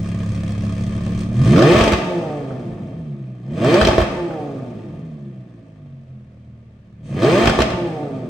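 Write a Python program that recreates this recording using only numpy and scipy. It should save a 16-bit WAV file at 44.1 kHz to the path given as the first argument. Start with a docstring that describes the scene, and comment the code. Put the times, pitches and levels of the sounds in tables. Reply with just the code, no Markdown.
"""Ten-cylinder sports car in a workshop

The engine idles through open steel pipes and is blipped three times to about 5400 rpm. Periodic firing
gives a harmonic note, and pulsed turbulence adds burble, bark, rasp and hiss. The exhaust cracks sharply
as the revs climb and pops with afterfire as the throttle shuts; then the engine slowly runs down.
Injectors tick, the intake gulps air, and the concrete walls reverberate."""
import sys
import numpy as np
from scipy import signal
from scipy.fft import rfft, irfft, next_fast_len
from scipy.io import wavfile
from scipy.ndimage import uniform_filter1d, map_coordinates

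SR = 44100
rng = np.random.default_rng(int(sys.argv[2]) if len(sys.argv) > 2 else 0)


def transcribe(u):
    """Save the signal u as a 16-bit wav file named by the first command-line argument.

    u: samples, shape (n,) or (channels, n), limited to [-1, 1]; the rate is SR.
    q: integer samples, one column per channel.
    """
    v = np.clip(np.atleast_2d(u).T, -1, 1)
    q = np.round(v * 32767).astype(np.int16)
    wavfile.write(sys.argv[1], SR, q)


N = 365588

IDLE_HZ, REV_HZ = 35, 140  # reference bank rates: firings per second of one five-cylinder bank
PRESS_S, CLIMB_HZ_PER_S = .3, 625  # opening time of the throttle, climb of the bank rate when open
FULL_LOAD_AT = 0.95  # throttle opening that gives full load
REFUEL_HZ, REFUEL_WIDTH_HZ = 77, 5  # the coasting engine gets its fuel back at this bank rate

# Idle before the first blip: (time [s], bank rate [Hz], swell of the low layers [dB], treble [dB])
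IDLE_COURSE = [(0, 34.5, -0.5, -0.5), (.7, 34.86, 0.5, 0), (1.22, 35.58, 2.5, 1.5),
               (1.29, 36.72, 1.5, -7.5), (1.38, 39.43, 2, 2.5), (1.5, 39.8, 15.5, 10.5)]
# Pedal blips: (press [s], lift [s], end of the main crackle [s], run-down stretch [ratio],
# run-down gain [dB], top bank rate [Hz], gain under load [dB])
PEDAL_BLIPS = [(1.345, 1.8, 1.92, 1.02, 1.0, 230, 2.0), (3.388, 3.825, 4.017, 1.0, -1.0, 218, -.3),
               (6.959, 7.44, 7.615, .96, 0., 225, 0.)]
# Slowing by friction, before stretching: (time from the end of the main crackle [s], bank rate [Hz])
FRICTION_CURVE = [(-.12, 230), (0, 212), (.14, 182), (.38, 152), (.75, 113), (1.0, 85), (1.14, 73.5),
                  (1.3, 65), (1.9, 46.3), (2.27, 40), (2.8, 36.7)]
# The ten cylinders in firing order, banks alternating: (strength [dB])
CYLINDER_DB = [3, -5, 0, 0, 3.5, 0, 2, -3.5, 3, -8]

# Main orders: (multiple of the bank rate, cold idle level [dB], throttle exponent, release [s])
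MAIN_ORDERS = [(1, -41.5, 1.4, 0.055), (2, -35.5, 1.6, .02), (3, -30.2, 1.9, 0.059), (4, -50.5, 1.8, .07),
               (5, -32, 1.5, .07)]
# Those orders with the throttle shut, then wide open: (bank rate [Hz], levels of orders 1 to 5 [dB])
COASTING_LEVELS = [(37, -61, -50, -51, -68, -52.5), (46, -61, -52, -47, -62, -51),
                   (55.9, -54, -50, -54.5, -58, -51.5), (64.2, -59, -45, -41.5, -56.5, -50),
                   (80, -48, -41.5, -43.5, -54, -55.5), (91, -49.5, -51.5, -47, -59.5, -59.5),
                   (114, -47.5, -40.5, -44, -52.5, -55.5), (131.5, -43.5, -32, -39, -53, -50.5),
                   (152.5, -39.5, -37, -38, -42.5, -41.5), (179, -33, -31.5, -36, -59, -41.5),
                   (209, -38, -48, -51, -54.5, -54)]
PULLING_LEVELS = [(70.8, -22.5, -21.5, -25, -40, -42), (106, -23, -23.5, -21.5, -34.5, -21.5),
                  (128.1, -22.5, -23.5, -20.5, -39.5, -23), (145, -22, -25.5, -22, -31, -35.5),
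                  (174, -23.5, -19.5, -20, -39.5, -35), (209, -21, -25.5, -21.5, -42.5, -41),
                  (220, -30, -36.5, -22.5, -43, -46.5)]
# Orders that follow the fifth: (multiple, level against it at idle [dB], slope [dB per speed doubling])
UPPER_ORDERS = [(6, -5.5, -2.5), (10, -31, 0.5)]
# Weak orders due to unequal cylinders: (multiple of the bank rate)
FRACTIONAL_ORDERS = [1.6, 2.4, 3.4, 3.6, 8.2]
# Their levels: (cold idle [dB], coasting at REV_HZ [dB], full throttle [dB])
FRACTIONAL_LEVELS = [(-62.5, -49, -36.5), (-59, -49.5, -46.5), (-46, -46, -49.5), (-47.5, -51.5, -45),
                     (-42.5, -63, -49)]
# Low-pass action of the pipes on the note: (frequency [Hz], gain [dB])
NOTE_PASSBAND = [(900, 0), (1000, -9), (1500, -14)]
# Pipe resonances: (centre [Hz], width [Hz], gain [dB])
STANDING_WAVES = [(136, 39, 12.5), (220, 40, 7), (319.6, 21, -4.5), (385, 32, -7), (430, 67, 4),
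                  (630, 96, 6), (761, 56, 8), (890, 55, 5)]  # swell or cancel the orders sweeping through them
MAIN_RESONANCE = (349, 19, 10.9)  # rings on after an order crosses it
PIPE_MODES = [(285, 17, 4), (319, 17, -1.5), (351, 13, 7.5), (638, 37, 3.5), (878, 54, 7.5),
              (1182, 44, 2.5), (1360, 38, -3.5), (1772, 33, 4.5), (2202, 45, -6), (2282, 72, 4.5),
              (2623, 180, 5), (2740, 39, 2.5), (3170, 110, 5)]  # colour the gas noise and the cracks

# Spectral envelopes: (frequency [Hz], relative spectral density [dB])
BURBLE_SPECTRUM = [(20, -54.5), (32, -26.5), (55, -9.5), (90, -18), (128, 0.5), (160, -0.5), (190, -7),
                   (225, -6), (300, -28), (600, -73.5)]
BARK_SPECTRUM = [(120, -52), (210, -9.5), (260, 3.5), (330, -2.5), (450, -3), (620, -3.5), (780, -9),
                 (900, -15.5), (1000, -23), (1190, -15), (1400, -25), (3000, -66)]
RASP_SPECTRUM = [(600, -39), (950, -4.5), (1200, 3), (1400, -6), (1800, -4), (2100, -5), (2450, -5.5),
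                 (2900, -13), (3250, -11.5), (3700, -12.5), (4500, -19), (6000, -31.5), (10000, -72.5)]
HISS_SPECTRUM = [(2500, -33), (4200, -2.5), (5000, 1.5), (5700, -3.5), (6500, -2), (7200, -7.5), (8300, -4),
                 (9400, -10), (10300, -43), (11800, -14), (13600, -41.5), (15300, -16.5)]
BANG_SPECTRUM = [(120, -9), (230, 11), (380, 8), (660, 11.5), (950, 0), (1200, 5), (2500, -10.5),
                 (6000, -44.5)]
SNAP_SPECTRUM = [(800, -34), (1600, -11.5), (2500, -1.5), (5000, -8), (9000, -25.5), (15000, -41)]
THUMP_SPECTRUM = [(20, -24.5), (35, -10.5), (55, 3.5), (80, 1.5), (120, 3), (200, -10), (500, -44)]
ENGINE_BAY_SPECTRUM = [(1500, -15.5), (2550, 8), (2900, -6.5), (3230, 5), (3550, -1.5), (4200, -1.5),
                       (4900, -11), (5500, -4.5), (6300, -1), (7100, -10.5), (8300, -3.5), (9400, -11),
                       (10300, -35.5)]  # injector ticks and intake air
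ROOM_SPECTRUM = [(22, -25.5), (100, -17.5), (500, -9.5), (2000, -12), (8000, -33), (15000, -52)]
# Layer level against speed and load: (cold idle [dB], coasting at IDLE_HZ [dB], slope [dB per doubling],
# fuel-cut gain [dB], full throttle at REV_HZ [dB], slope [dB per doubling], throttle exponent, release [s])
BURBLE_LAW = (-34.5, -50.5, -1, 17.5, -25, 0, 0.5, 0.52)
BARK_LAW = (-36.5, -56, 9, 3, -19.5, 0, 1.5, 0.23)
RASP_LAW = (-45, -70.5, 9, 1, -24, 2.5, 1.6, 0.2039)
HISS_LAW = (-55, -85, 8, 0.5, -40, 3, 1.46, 0.3668)
TICK_LAW = (-52, -84.5, 7, 2.5, -53.5, -0.5, 2.5, 0.28)
# Burble of the coasting engine at different speeds: (bank rate [Hz], gain [dB])
COASTING_ROUGHNESS = [(37, 0.5), (46, -3), (56, -5), (69, -3), (85, -2.5), (115, 0), (145, -5),
                      (210, -11.5)]

# Sharp cracks in the exhaust, the bite as the revs climb and the afterfire pops:
# (time [s], gain [dB], extra thump gain [dB], extra snap gain [dB])
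EXHAUST_CRACKS = [(1.562, -12.5, -23.5, -3), (1.5793, -10.5, -21.5, -5), (1.591, -12.5, -24.5, 0),
                  (1.6226, -7.5, -25.5, -2), (1.7201, -16, -12.5, 0.5), (1.742, -20.5, -1, -4.5),
                  (1.7662, -14.5, -8, 0.5), (1.7875, -17, -12, 6.5), (1.809, -12.5, -4.5, 4.5),
                  (1.8382, -12, -12.5, 3.5), (1.877, -12.5, -17, 4), (1.9213, -11, -12.5, 0.5),
                  (1.934, -12, -8, 0.5), (2.507, -31, -11, -22), (3.6457, -13, -26, -4.5),
                  (3.7416, -10, -27.5, 1), (3.8133, -7, -14, -0.5), (3.8276, -13, -9, -4),
                  (3.8494, -10.5, -12.5, 3), (3.8713, -4.5, -22.5, -2.5), (3.885, -7.5, -12.5, -3.5),
                  (3.911, -14, -19, -6.5), (3.9317, -14.5, -16.5, -5), (3.9804, -5.5, -13.5, -9.5),
                  (4.0025, -13.5, -9, -8), (4.0159, -11.5, -8.5, -14), (4.308, -24.5, -21, -20),
                  (4.338, -27, -20, -19.5), (7.2319, -14.5, -27, -1.5), (7.245, -16.5, -26, -2.5),
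                  (7.328, -21.5, -14, -4.5), (7.435, -15.5, -10, -6), (7.4564, -7, -17, -3.5),
                  (7.4734, -5.5, -15, 0), (7.4957, -7, -16, -3), (7.5889, -4.5, -17, -7),
                  (7.6034, -11, -19.5, 0), (7.6184, -9, -13, 4), (7.703, -18, -15.5, -6),
                  (7.736, -24.5, -5.5, -12)]
# Ticks that stand out at idle: (time [s], level against an ordinary tick [dB])
LOUD_TICKS = [(.351, 3.5), (.478, 6.5), (1.189, 3), (1.208, 7.5)]
# Air rushing past the opening throttle: (onset [s], peak level [dB])
AIR_GULPS = [(1.41, -43.5), (3.52, -53.5), (7.03, -54.5)]
# Reverberation of the workshop: (frequency [Hz], time to fall 60 dB [s])
REVERB_TIMES = [(100, 0.67), (500, 0.65), (2000, 1), (6000, 0.73), (14000, 0.15)]
# Stereo width of the reflections: (frequency [Hz], side against mid [dB])
REFLECTION_WIDTH = [(60, -26.5), (150, -32.5), (350, -4), (700, -3.5), (1400, -0.5), (3000, -0.5),
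                    (12000, 2)]


def exhaust_note(turns, bank_hz, waver_db):
    """Periodic firing radiates harmonics; on the overrun, phase modulation roughens the upper ones most."""
    doublings = np.log2(bank_hz / bank_hz[0])
    overrun = uniform_filter1d(1. * (np.gradient(bank_hz) < 0), size=SR // 10)
    note = np.zeros(N)
    for order, level_db in order_levels(bank_hz):
        peak = np.sqrt(2) * amp(level_db + waver_db * wobble(28))
        shake = 0.007 * order * doublings * overrun * wobble(70)
        note += peak * np.sin(2 * np.pi * (order * turns + shake + rng.random()))
    note = coloured(note, lambda hz: amp(along(NOTE_PASSBAND, hz) + resonance_db([MAIN_RESONANCE], hz)))
    return workshop(note, wet_db=-12, early_db=-23, early_s=0.022) * amp([[-.3], [.3]])


def order_levels(bank_hz, flow_damping=0.55):
    """Standing waves, damped by flow under load, shape the orders: returns (multiple, level [dB])."""
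    swell_db = curves(IDLE_COURSE)[1]
    orders = {}
    for order, cold_db, power, release_s in MAIN_ORDERS:
        order = round(order)
        coast_db = along(np.array(COASTING_LEVELS)[:, [0, order]], bank_hz)
        full_db = along(np.array(PULLING_LEVELS)[:, [0, order]], bank_hz)
        orders[order] = throttled(cold_db + swell_db, coast_db, full_db, power, release_s)
    fifth_db, fifth_load = orders[5]
    for order, db, slope_db in UPPER_ORDERS:
        orders[order] = (fifth_db + db + slope_db * np.log2(bank_hz / IDLE_HZ), fifth_load)
    rise_db = 10 * np.log2(bank_hz / REV_HZ)
    for order, (cold_db, coast_db, full_db) in zip(FRACTIONAL_ORDERS, FRACTIONAL_LEVELS):
        orders[order] = throttled(cold_db, coast_db + rise_db, full_db, power=1.8, release_s=0.058)
    return [(order, db + (1 - flow_damping * load) * resonance_db(STANDING_WAVES, order * bank_hz))
            for order, (db, load) in orders.items()]


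def exhaust_gas(turns, bank_hz):
    """Source and filter: uneven firings burble and bark in the pipes; jets rasp and hiss at the tips."""
    burble_db, bark_db, rasp_db, hiss_db = gas_levels(bank_hz)
    burble = kicks(turns, scatter=1, regular=0) + .5 * puffs(turns, scatter=.38, fade_db=12.5, steady=.11)
    bark = .45 * kicks(turns, scatter=.4, regular=.3) + puffs(turns, scatter=.3, fade_db=11, steady=.35)
    rasp = .3 * kicks(turns, scatter=.2, regular=.9) + puffs(turns, scatter=.25, fade_db=14, steady=.25)
    hiss = puffs(turns, scatter=.37, fade_db=10.5, steady=.11)
    low = amp(burble_db) * unit(piped(burble, BURBLE_SPECTRUM))
    low += amp(bark_db) * mellowed(piped(bark, BARK_SPECTRUM), turns, corner_hz=770, open_hz=137.3)
    high = amp(rasp_db) * unit(piped(rasp, RASP_SPECTRUM))
    high += amp(hiss_db) * unit(piped(hiss, HISS_SPECTRUM))
    low = workshop(low, wet_db=-9.5, early_db=-7.5, early_s=0.044)
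    high = workshop(high, wet_db=-6, early_db=-3, early_s=0.072)
    return low + high * amp([[.7], [-.7]])


def gas_levels(bank_hz):
    """Flow noise follows speed, load and cracks: levels [dB] of burble, bark, rasp and hiss."""
    _, swell_db, treble_db = curves(IDLE_COURSE)
    flare = gas_flare()
    rough_db = along(COASTING_ROUGHNESS, bank_hz)
    return (layer_db(bank_hz, BURBLE_LAW, swell_db, flare, rough_db) + 1.1 * wobble(12),
            layer_db(bank_hz, BARK_LAW, swell_db / 2, flare),
            layer_db(bank_hz, RASP_LAW, treble_db, flare),
            layer_db(bank_hz, HISS_LAW, treble_db, flare))


def kicks(turns, scatter, regular):
    """An impulse train, one pressure pulse per firing; regular is the share of the mean pulse kept."""
    size, age = firings(turns, scatter)
    fired = np.diff(age, prepend=0) < 0
    pulses = fired * (size - (1 - regular) * size.mean())
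    return unit(pulses / np.sqrt(np.gradient(turns)))  # equal power at every speed


def puffs(turns, scatter, fade_db, steady):
    """Amplitude-modulated turbulence bursts out with each firing and fades until the next."""
    size, age = firings(turns, scatter)
    return unit(rng.standard_normal(N) * (steady + size * amp(-fade_db * age)))


def mellowed(x, turns, corner_hz, open_hz):
    """Slow pulses have soft edges and little treble; a low-pass fades out as the rate nears open_hz."""
    bright = np.clip(np.gradient(turns) * SR / open_hz, 0, 1) ** 2
    dull = irfft(rfft(x) / (1 + (np.fft.rfftfreq(N, 1 / SR) / corner_hz) ** 6), N)
    return unit(bright * x + (1 - bright) * dull)


def engine_speed():
    """Bank rate [Hz]: torque accelerates the engine until it meets the run-down set by friction."""
    t, bank_hz = np.arange(N) / SR, curves(IDLE_COURSE)[0]
    for down_s, _, crackle_end_s, stretch, _, top_hz, _ in PEDAL_BLIPS:
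        climb = np.minimum(bank_hz + CLIMB_HZ_PER_S * np.cumsum(pedal(down_s)) / SR, top_hz)
        coast = np.interp((t - crackle_end_s) / stretch, *np.transpose(FRICTION_CURVE))
        bank_hz = np.where(t < down_s, bank_hz, np.minimum(climb, coast))
    return bank_hz


def pedal(down_s):
    """The throttle opens as a linear ramp from 0 to 1."""
    return np.clip((np.arange(N) / SR - down_s) / PRESS_S, 0, 1)


def firings(turns, scatter):
    """Combustion varies by cylinder and cycle: the latest firing's strength and its age [periods]."""
    count = 2 * turns  # two banks
    sizes = amp(np.resize(CYLINDER_DB, SR // 8)) * (1 + scatter * rng.uniform(-1, 1, SR // 8))
    return sizes[count.astype(int)], count % 1


def layer_db(bank_hz, law, cold_extra_db, flare=0, coast_extra_db=0):
    """A layer's amplitude is a power law of speed, raised while the fuel is cut; returns its level."""
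    cold_db, coast_db, coast_rise_db, fuel_cut_db, full_db, full_rise_db, power, release_s = law
    fuel_cut = (1 + np.tanh((bank_hz - REFUEL_HZ) / REFUEL_WIDTH_HZ)) / 2
    coasting = coast_db + coast_rise_db * np.log2(bank_hz / IDLE_HZ) + fuel_cut_db * fuel_cut
    full = full_db + full_rise_db * np.log2(bank_hz / REV_HZ)
    return throttled(cold_db + cold_extra_db, coasting + coast_extra_db, full, power, release_s, flare)[0]


def throttled(cold_db, coasting_db, full_db, power, release_s, flare=0):
    """Load draws a level towards full_db, then relaxes exponentially: returns (level [dB], load)."""
    t = np.arange(N) / SR
    shut_db, load, blip_db = cold_db, flare, 0
    for down_s, lift_s, _, _, run_down_db, _, gain_db in PEDAL_BLIPS:
        attack = np.minimum(pedal(down_s) / FULL_LOAD_AT, 1) ** power
        blip_load = attack * np.exp(-np.maximum(t - lift_s, 0) / release_s)
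        load = np.maximum(load, blip_load)
        blip_db += blip_load * gain_db
        shut_db = np.where(t < lift_s, shut_db, coasting_db + run_down_db)
    return shut_db + load * (full_db - shut_db) + blip_db, load


def crackle(crack_db, shock_db, thump_db, crack_s, push_s):
    """Each crack is a shock front with a ragged tail (bang, snap) and a low push of gas (thump)."""
    bangs, snaps, thumps = np.zeros((3, N + SR))
    t = np.arange(SR // 8) / SR
    for s, db, low_db, snap_db in EXHAUST_CRACKS:
        span = slice(round(s * SR), round(s * SR) + len(t))
        tail = amp(crack_db - 60 * t / crack_s) * rng.standard_normal(len(t))
        burst = amp(shock_db) * (t == 0) + tail
        bangs[span] += amp(db) * burst
        snaps[span] += amp(db + snap_db) * burst
        thumps[span] += amp(db + low_db + thump_db) * np.exp(-t / push_s)
    cracks = piped(bangs[:N], BANG_SPECTRUM) + piped(snaps[:N], SNAP_SPECTRUM)
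    cracks += piped(thumps[:N], THUMP_SPECTRUM)
    return workshop(cracks, wet_db=-6, early_db=0, early_s=0.049)


def gas_flare(from_db=-27, full_db=-12, gain_db=0.5, decay_s=0.042):
    """Each crack above from_db sets the gas roaring, like a load that decays exponentially."""
    t, flare = np.arange(SR // 4) / SR, np.zeros(N + SR)
    for s, db, *_ in EXHAUST_CRACKS:
        span = slice(round(s * SR), round(s * SR) + len(t))
        strength = np.clip((db - from_db) / (full_db - from_db), 0, 1)
        flare[span] = np.maximum(flare[span], strength * np.exp(-t / decay_s))
    return amp(gain_db) * flare[:N]


def injectors(turns, bank_hz, scatter_db, rise_s=.0015):
    """Impact excitation: at every firing an injector sets off a short rattle in the engine's metal."""
    size, age = firings(turns, scatter=.2)
    fired = np.diff(age, prepend=0) < 0
    impacts = np.sqrt(size) * fired * amp(scatter_db * rng.uniform(-1.7, 1, N))
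    for s, db in LOUD_TICKS:
        impacts[round(s * SR)] += amp(db)
    t = np.arange(SR // 40) / SR
    rattle = signal.oaconvolve(impacts, t * np.exp(-t / rise_s))[:N] * rng.standard_normal(N)
    ticks = coloured(rattle, lambda hz: amp(along(ENGINE_BAY_SPECTRUM, hz)))
    level_db = layer_db(bank_hz, TICK_LAW, curves(IDLE_COURSE)[2])
    return workshop(amp(level_db) * unit(ticks / np.sqrt(bank_hz)), wet_db=-8, early_db=.5, early_s=.022)


def intake(rise_s=0.083):
    """Turbulent air hisses briefly past the throttle as it cracks open."""
    flow = np.zeros(N)
    for s, db in AIR_GULPS:
        age = np.maximum(np.arange(N) / SR - s, 0) / rise_s
        flow += amp(db) * age * np.exp(1 - age)
    air = unit(coloured(rng.standard_normal(N), lambda hz: amp(along(ENGINE_BAY_SPECTRUM, hz))))
    return workshop(flow * air, wet_db=-11.5, early_db=-2, early_s=.04)


def workshop(x, wet_db, early_db, early_s):
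    """Convolution with the room's response: direct sound, scatter off floor and car, diffuse tail."""
    hz, t, noise = signal.stft(rng.standard_normal((2, SR * 3 // 4)), SR, nperseg=256)
    noise[1] *= amp(along(REFLECTION_WIDTH, hz))[:, None]
    early = signal.istft(noise * amp(-60 * t / early_s), SR, nperseg=256)[1]
    decay = amp(-60 * t / along(REVERB_TIMES, hz)[:, None])
    tail = signal.istft(noise[..., ::-1] * decay, SR, nperseg=256)[1]
    early = amp(early_db) * early / np.linalg.norm(early[0])
    tail = amp(wet_db) * tail / np.linalg.norm(tail[0])
    mid, side = early + tail
    mid[0] += 1  # direct sound
    response = np.array([mid + side, mid - side]) / np.linalg.norm(mid)
    return signal.fftconvolve(x[None], response, axes=1)[:, :N]


def room_tone(level_db):
    """The quiet air of the workshop is stationary noise, uncorrelated between left and right."""
    air = coloured(rng.standard_normal((2, N)), lambda hz: amp(along(ROOM_SPECTRUM, hz)))
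    return amp(level_db) * unit(air)


def piped(x, spectrum):
    """The modes of the pipes add their resonances to a source's spectral envelope."""
    return coloured(x, lambda hz: amp(along(spectrum, hz) + resonance_db(PIPE_MODES, hz)))


def resonance_db(modes, hz):
    """Each mode adds a Lorentzian peak or dip to the gain in decibels."""
    return sum(db / (1 + (2 * (hz - centre) / width) ** 2) for centre, width, db in modes)


def coloured(x, gain):
    """Minimum-phase filtering: folding the cepstrum gives a causal filter of magnitude gain(hz)."""
    size = 2 * next_fast_len((N + SR // 2) // 2)
    cepstrum = irfft(np.log(np.maximum(gain(np.fft.rfftfreq(size, 1 / SR)), 1e-6)))
    cepstrum[1:size // 2] *= 2
    cepstrum[size // 2 + 1:] = 0
    return irfft(rfft(x, size) * np.exp(rfft(cepstrum)), size)[..., :N]


def amp(db):
    """Decibels to amplitude ratio."""
    return 10 ** (np.asarray(db) / 20)


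def unit(x):
    """Normalisation to rms 1."""
    return x / np.sqrt(np.mean(x ** 2) + 1e-20)


def along(points, hz):
    """Interpolation of (frequency [Hz], value) points on a logarithmic axis."""
    knots_hz, values = np.transpose(points)
    return np.interp(np.log(hz + 1), np.log(knots_hz + 1), values)


def curves(rows):
    """Linear interpolation, at every sample, of each column after the time."""
    times, *columns = np.transpose(rows)
    return [np.interp(np.arange(N) / SR, times, column) for column in columns]


def wobble(rate):
    """Slow random modulation: a spline through rate knots a second."""
    return map_coordinates(rng.standard_normal(int(N * rate / SR) + 4), [np.arange(N) * rate / SR])


def scene():
    """Superposition of all sources; one slightly uneven crankshaft times note, gas and ticks."""
    bank_hz = engine_speed()
    uneven_hz = uniform_filter1d(bank_hz, size=SR // 40) * (1 + .005 * wobble(22))
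    turns = np.cumsum(uneven_hz) / SR  # phase in firing periods of one bank
    note = exhaust_note(turns, bank_hz, waver_db=2.2)
    cracks = crackle(crack_db=5.5, shock_db=15, thump_db=17, crack_s=0.018, push_s=0.0023)
    gas = exhaust_gas(turns, bank_hz)
    ticks = injectors(turns, bank_hz, scatter_db=4.5)
    return note + gas + cracks + ticks + intake() + room_tone(level_db=-65.5)


def record(dry):
    """Soft saturation rounds the highest peaks, and an ideal low-pass limits the band."""
    ceiling, top_hz = .97, 15830
    rounded = dry / (1 + np.abs(dry / ceiling) ** 6) ** (1 / 6)
    return irfft(rfft(rounded) * (np.fft.rfftfreq(N, 1 / SR) < top_hz), N)


dry = scene()
out = record(dry)
transcribe(out)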